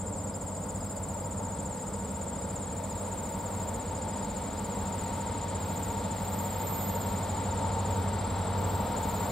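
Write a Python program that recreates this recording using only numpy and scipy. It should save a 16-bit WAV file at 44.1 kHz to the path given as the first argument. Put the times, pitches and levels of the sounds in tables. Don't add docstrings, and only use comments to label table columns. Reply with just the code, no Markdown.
import sys
import numpy as np
from scipy import signal
from scipy.fft import rfft, irfft
from scipy.io import wavfile

SR = 44100
rng = np.random.default_rng(int(sys.argv[2]) if len(sys.argv) > 2 else 0)


def bounce(signal):
    frames = np.transpose(np.atleast_2d(signal))
    limited = np.clip(frames, -1, 1)
    pcm = np.round(limited * 32767).astype(np.int16)
    wavfile.write(sys.argv[1], SR, pcm)


N = 410571
T = np.arange(N) / SR
HZ = np.fft.rfftfreq(N, 1 / SR)
SHAFT_HZ = 11.927


def amp(db):
    return 10 ** (np.asarray(db) / 20)


def unit(x):
    return x / np.sqrt(np.mean(abs(x) ** 2) + 1e-20)


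def over_frequency(rows, column=1):
    table = np.array(rows)
    return np.interp(np.log(HZ + 1), np.log(table[:, 0] + 1), table[:, column])


def level(rows):
    return amp(np.interp(T, *np.transpose(rows)))


def approach(far_db, near_db, bend):
    return amp(far_db + (near_db - far_db) * (T / T[-1]) ** bend)


def swell(start, length, rise_s, fade_s):
    age = T - start
    return np.clip(age / rise_s, 0, 1) * np.exp(-np.maximum(age - length, 0) / fade_s)


def drift(per_s):
    f = np.fft.fftfreq(8192, 10 / 8192)
    white = rng.standard_normal(len(f)) + 1j * rng.standard_normal(len(f))
    wander = np.fft.ifft(white * np.exp(-.5 * (f / per_s) ** 2))
    return np.interp(T, np.linspace(0, 10, len(f)), unit(wander))


def noise(spectrum, column=1):
    return unit(irfft(rfft(rng.standard_normal((2, N))) * amp(over_frequency(spectrum, column)), N))


def nearing_noise(spectra):
    near = T / T[-1]
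    return np.sqrt(1 - near) * noise(spectra, column=1) + np.sqrt(near) * noise(spectra, column=2)


def mic_pair(pair, likeness, balance_db, lead_rad):
    a, b = rfft(pair)
    side = amp(balance_db / 2) * np.exp(.5j * lead_rad)
    return irfft(np.array([a * side, (likeness * a + np.sqrt(1 - likeness ** 2) * b) / side]), N)


def far_crickets(gain_db=-3, delay_s=.006, width_s=.01, blur=.74, count=120, balance_db=-3):
    # t/s, relative level/dB, f/Hz
    clear_chirps = [(0.3336, -52, 4970), (0.8044, -51, 4940), (0.8824, -56, 5030), (1.2276, -51, 4930),
                    (1.942, -54, 4920), (2.4134, -53, 4950), (2.9213, -51, 4920), (3.3877, -53, 4930),
                    (4.1255, -53, 4940), (4.5725, -52, 4960)]
    when, size, pitch = rng.uniform(-1, 1, (count, 3)).T
    faint_chirps = zip((when + 1) / 2 * T[-1], -58.5 + 2.5 * size, 4900 + 140 * pitch)
    chirps = np.zeros(N, complex)
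    for s, db, hz in [*clear_chirps, *faint_chirps]:
        span = slice(*np.searchsorted(T, [s - 5 * width_s, s + 5 * width_s]))
        envelope = amp(gain_db + db) * np.exp(-((T[span] - s - delay_s) / width_s) ** 2)
        chirps[span] += envelope * np.exp(2j * np.pi * hz * T[span])
    tone = (chirps * unit(1 + blur * drift(69.9))).real
    side = amp(balance_db / 2)
    return np.array([tone * side, tone / side])


def cricket_chorus(level_db=-52, flicker_db=3):
    # f/Hz, relative density/dB
    spectrum = [(3000, -40), (4900, -15.5), (6100, -20), (6750, -6.5), (7500, 0), (8300, -0.5),
                (8700, -8.5), (9000, -9), (9250, -21), (12500, -22), (15800, -39)]
    chorus = amp(level_db + flicker_db * drift(35).real) * noise(spectrum)
    return mic_pair(chorus, likeness=.22, balance_db=.46, lead_rad=1.05)


def trill(who, count, first, last, slowing, rasp=.24, uneven_db=.72, uneven_length=.06, overtone_db=-37):
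    # t/s from its middle, pitch factor, relative level/dB
    strokes = [
        [(-.013, .98, -24), (-.007, .988, -1.5), (-.002, 1, -0.5), (.003, 1.006, -0.5), (.007, .975, -5),
         (.011, .93, -35)],
        [(-.016, 1, -30), (-.009, .99, 1), (-.004, 1.003, 2.5), (.001, 1.008, -3.5), (.006, .99, -1),
         (.011, .95, -1.5), (.016, .91, -28)],
    ]
    # kind, f/Hz, level/dB, left minus right/dB, left lead/rad, timing spread/s
    crickets = [(0, 7570, -38.8, 2.5, 0.94, 0.001), (1, 7130, -41, 0, 0.29, 0.001),
                (0, 8470, -41.5, 1, 2.7, 0.0023), (0, 8960, -52.5, 1, 2.5, .002),
                (1, 8080, -48, -3, 2.4, .004)]
    kind, hz, db, balance_db, lead_rad, spread_s = crickets[who]
    shape_s, bend, shape_db = np.transpose(strokes[kind])
    done = np.linspace(0, 1, count)
    middles = first + (last - first) * done * (1 - slowing * (1 - done) / 2)
    middles += spread_s * rng.standard_normal(count)
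    nearest = np.searchsorted((middles[1:] + middles[:-1]) / 2, T)
    age = (T - middles[nearest]) * np.exp(uneven_length * rng.standard_normal(count))[nearest]
    size = amp(db + np.interp(age, shape_s, shape_db) + uneven_db * rng.standard_normal(count)[nearest])
    pitch = hz * np.interp(age, shape_s, bend) * (1 + .004 * rng.standard_normal(count)[nearest])
    tone = np.exp(2j * np.pi * np.cumsum(pitch) / SR)
    scraping = (age > shape_s[0]) & (age < shape_s[-1])
    wing = size * scraping * (tone + amp(overtone_db) * tone ** 2) * (1 + rasp * drift(200))
    side = amp(balance_db / 2) * np.exp(.5j * lead_rad)
    return np.array([(wing * side).real, (wing / side).real])


def near_crickets(scatter_db=-11.5, t60_s=.21):
    # cricket, number of strokes, first stroke t/s, last stroke t/s, share by which they slow down
    trills = [(0, 165, .021, 9.263, -.0074), (1, 115, .005, 7.937, .012), (1, 6, 8.975, 9.306, 0),
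              (2, 134, .002, 8.04, 0), (2, 8, 8.09, 8.51, 0), (2, 8, 8.87, 9.27, 0), (3, 68, .18, 4, 0),
              (3, 45, 5.88, 8.51, 0), (4, 140, .04, 9.28, 0)]
    direct = sum(trill(*row) for row in trills)
    t = T[:SR // 4]
    leaves = rng.standard_normal((2, len(t))) * amp(-60 * t / t60_s)
    echo = signal.fftconvolve(direct, leaves / np.linalg.norm(leaves[0]), axes=1)[:, :N]
    return direct + amp(scatter_db) * echo


def katydid(tick_s=.006, gap_s=.071, growth_db=3.5, pause_s=.135, buzz_s=.76, strokes_per_s=48):
    # f/Hz, relative density/dB
    spectrum = [(8500, -25), (10500, 0.5), (12000, -1), (14000, -4), (15800, -1.5)]
    # first tick t/s, number of ticks, first tick level/dB, buzz level/dB
    songs = [(.303, 3, -65, -63), (2.415, 3, -60, -61.5), (4.168, 4, -61, -59.5), (8.433, 3, -62, -60)]
    strokes = 1 + .75 * np.cos(2 * np.pi * strokes_per_s * T + drift(3).real)
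    size = np.zeros(N)
    for first, count, tick_db, buzz_db in songs:
        ticks = first + gap_s * np.arange(count)
        for k, s in enumerate(ticks):
            size += amp(tick_db + growth_db * k) * np.exp(-((T - s) / tick_s) ** 2)
        age = T - ticks[-1] - pause_s
        size += amp(buzz_db) * strokes * np.clip(np.minimum(age, buzz_s - age) / .06, 0, 1)
    return mic_pair(size * noise(spectrum), likeness=.8, balance_db=-3, lead_rad=1.5)


def rails(ring_hz=13335, hiss_gain_db=3, modes_gain_db=-1, ring_gain_db=4, flutter=.36):
    # f/Hz, relative density/dB
    spectrum = [(8000, -36), (11000, -10.5), (12700, -9), (13200, 1), (14100, 0), (14900, -3), (15300, -3),
                (15800, -8.5)]
    # start t/s, length/s, relative hiss level/dB, relative ring level/dB
    rubs = [(.8, .2, -65, -84), (2.09, .1, -62.5, -79), (3.17, 0.58, -61, -77), (5.56, .31, -61, -59),
            (6.1, .95, -60, -60), (6.21, .22, -56, -53), (6.54, 0.33, -55.5, -45.5), (7.84, .14, -59, -74),
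            (8.55, .26, -58, -59), (8.96, .3, -56, -56)]
    mode_hz = [11768, 13001, 13248, 13617, 14597, 14695, 15307, 15425]
    mode_db = [-23, -20, -10, -24, -17, -21, -18, -23]
    rub = approach(far_db=-68, near_db=-66, bend=.8)
    sing = amp(-86)
    for start, length, rub_db, sing_db in rubs:
        rub = np.maximum(rub, amp(rub_db) * swell(start, length, rise_s=.047, fade_s=.16))
        sing = np.hypot(sing, amp(sing_db) * swell(start, length, rise_s=.18, fade_s=.17))
    hiss = amp(hiss_gain_db) * rub * noise(spectrum) * (1 + flutter * drift(45).real)
    modes = sum(amp(db) * drift(5) * np.exp(2j * np.pi * hz * T) for hz, db in zip(mode_hz, mode_db))
    ring = amp(ring_gain_db) * sing * np.cos(2 * np.pi * ring_hz * T + .5 * drift(4).real)
    tones = np.sqrt(2) * (ring + amp(modes_gain_db) * rub * modes.real)
    place = dict(balance_db=-4.5, lead_rad=1.76)
    return mic_pair(hiss, likeness=.7, **place) + mic_pair([tones, 0 * T], likeness=1, **place)


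def wheels():
    # f/Hz, far relative density/dB, near relative density/dB
    spectra = [(790, -21, -3.5), (1530, 3, -0.5), (2060, 5.5, 2.5), (2680, -1, -2.5), (3500, 0.5, .5),
               (4100, -1, 0.5), (4940, -3, -5), (5850, -9, -11), (8300, -10.5, -26), (15900, -47, -38)]
    # t/s, level/dB
    rolling = [(0, -59), (2, -56), (5.5, -50), (9.3, -47.3)]
    return level(rolling) * nearing_noise(spectra)


def cooling_fans(blade_hz=933, turbulence_db=-1, blade_db=-7):
    # f/Hz, relative density/dB
    spectrum = [(600, -50), (810, -23), (860, -3), (900, 0), (938, -2), (960, -9), (1200, -59)]
    # t/s, level/dB
    drone = [(0, -51.5), (1.6, -45.5), (2.4, -47), (3.5, -44), (7.1, -41), (7.6, -38.5), (9.3, -38.5)]
    blade = np.sqrt(2) * unit((1 + .54 * drift(3.7)) * np.exp(2j * np.pi * blade_hz * T)).real
    return level(drone) * (amp(turbulence_db) * noise(spectrum) + amp(blade_db) * np.array([blade, 0 * T]))


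def rumble(gain):
    # f/Hz, relative density/dB
    spectrum = [(15, -38), (30, -12), (46, 1), (65, 1), (95, 3.5), (120, -3), (160, 1), (205, 1), (270, -1),
                (320, -6.5), (400, -14.5), (700, -53)]
    return amp(-.45) * gain * noise(spectrum)


def engine_roar(chug=.032, gust_db=.6):
    # f/Hz, far relative density/dB, near relative density/dB
    spectra = [(200, -24, -44), (290, -4, -20), (367, -11, -8.5), (461, 0, 1), (546, 2, -0.5),
               (649, -1.5, -3), (693, -7, -2.5), (784, -6.5, -2.5), (1003, -7, -7), (1130, -12, -8),
               (1423, -14, -11.5), (1700, -29.5, -23.5), (3000, -54, -44)]
    beat = 1 + chug * np.cos(2 * np.pi * SHAFT_HZ * T + drift(.8).real)
    gusts = amp(gust_db * drift(5.5).real)
    return approach(far_db=-41.5, near_db=-36, bend=1.94) * gusts * beat * nearing_noise(spectra)


def exhaust(bass_gain, firing_order=8, first_beat_s=.0235, sides_db=-2, others_db=2, silencer_rad=.71):
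    # multiple of the crankshaft rate, relative level/dB
    orders = [(4, -27), (5, -15.5), (6, -14.5), (7, -5.5), (8, 0), (9, -7), (10, -22), (11, -22), (12, -23),
              (13, -17), (14, -20.5), (15, -14.5), (16, -10), (17, -7.5), (18, -26), (19, -17.5),
              (24, -20.5)]
    # t/s, level/dB
    firing_levels = [(0.0, -42), (0.72, -46), (1.43, -41.5), (1.53, -48), (3.27, -45.5), (3.47, -40),
                     (4.61, -48), (4.82, -41.5), (7.54, -37), (7.98, -32), (8.24, -38), (8.68, -32.5),
                     (8.89, -41.5), (9.31, -39.5)]
    firing = level(firing_levels)
    turns = SHAFT_HZ * (T - first_beat_s)
    tones = np.zeros(N)
    for order, db in orders:
        if order == firing_order:
            size = firing
        elif abs(order - firing_order) == 1:
            size = amp(sides_db) * np.sqrt(firing * bass_gain) * np.exp(1j * silencer_rad)
            size *= 1 + .22 * drift(.92)
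        else:
            size = amp(others_db) * bass_gain * np.exp(2j * np.pi * rng.random())
            size *= 1 + .33 * drift(3)
        tones += amp(db) * (size * np.exp(2j * np.pi * order * turns)).real
    return np.sqrt(2) * np.array([tones, 0 * T])


def train():
    # f/Hz, likeness (0-1), left minus right/dB, left lead/rad
    stereo = [(30, 0.9, -.2, 0), (95, 1, -.6, -0.13), (200, 0.98, -1.1, -0.018), (334, 0.94, -2, 0.59),
              (596, 0.95, -0.3, -0.84), (894, 0.81, 3.5, 0.45), (2000, 0.91, 4, 0.42),
              (4990, 0.84, 1, 0.46)]
    likeness, balance_db, lead_rad = (over_frequency(stereo, column) for column in (1, 2, 3))
    bass_gain = approach(far_db=-42, near_db=-37.5, bend=1.5)
    sound = rumble(bass_gain) + engine_roar() + cooling_fans() + wheels() + exhaust(bass_gain)
    return mic_pair(sound, likeness, balance_db, lead_rad)


def scene():
    return train() + rails() + near_crickets() + cricket_chorus() + far_crickets() + katydid()


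def record(dry, edge_hz=15780):
    lowpass = signal.firwin(1023, edge_hz, window=("kaiser", 9), fs=SR)
    return signal.oaconvolve(dry, lowpass[None], "same")


dry = scene()
out = record(dry)
bounce(out)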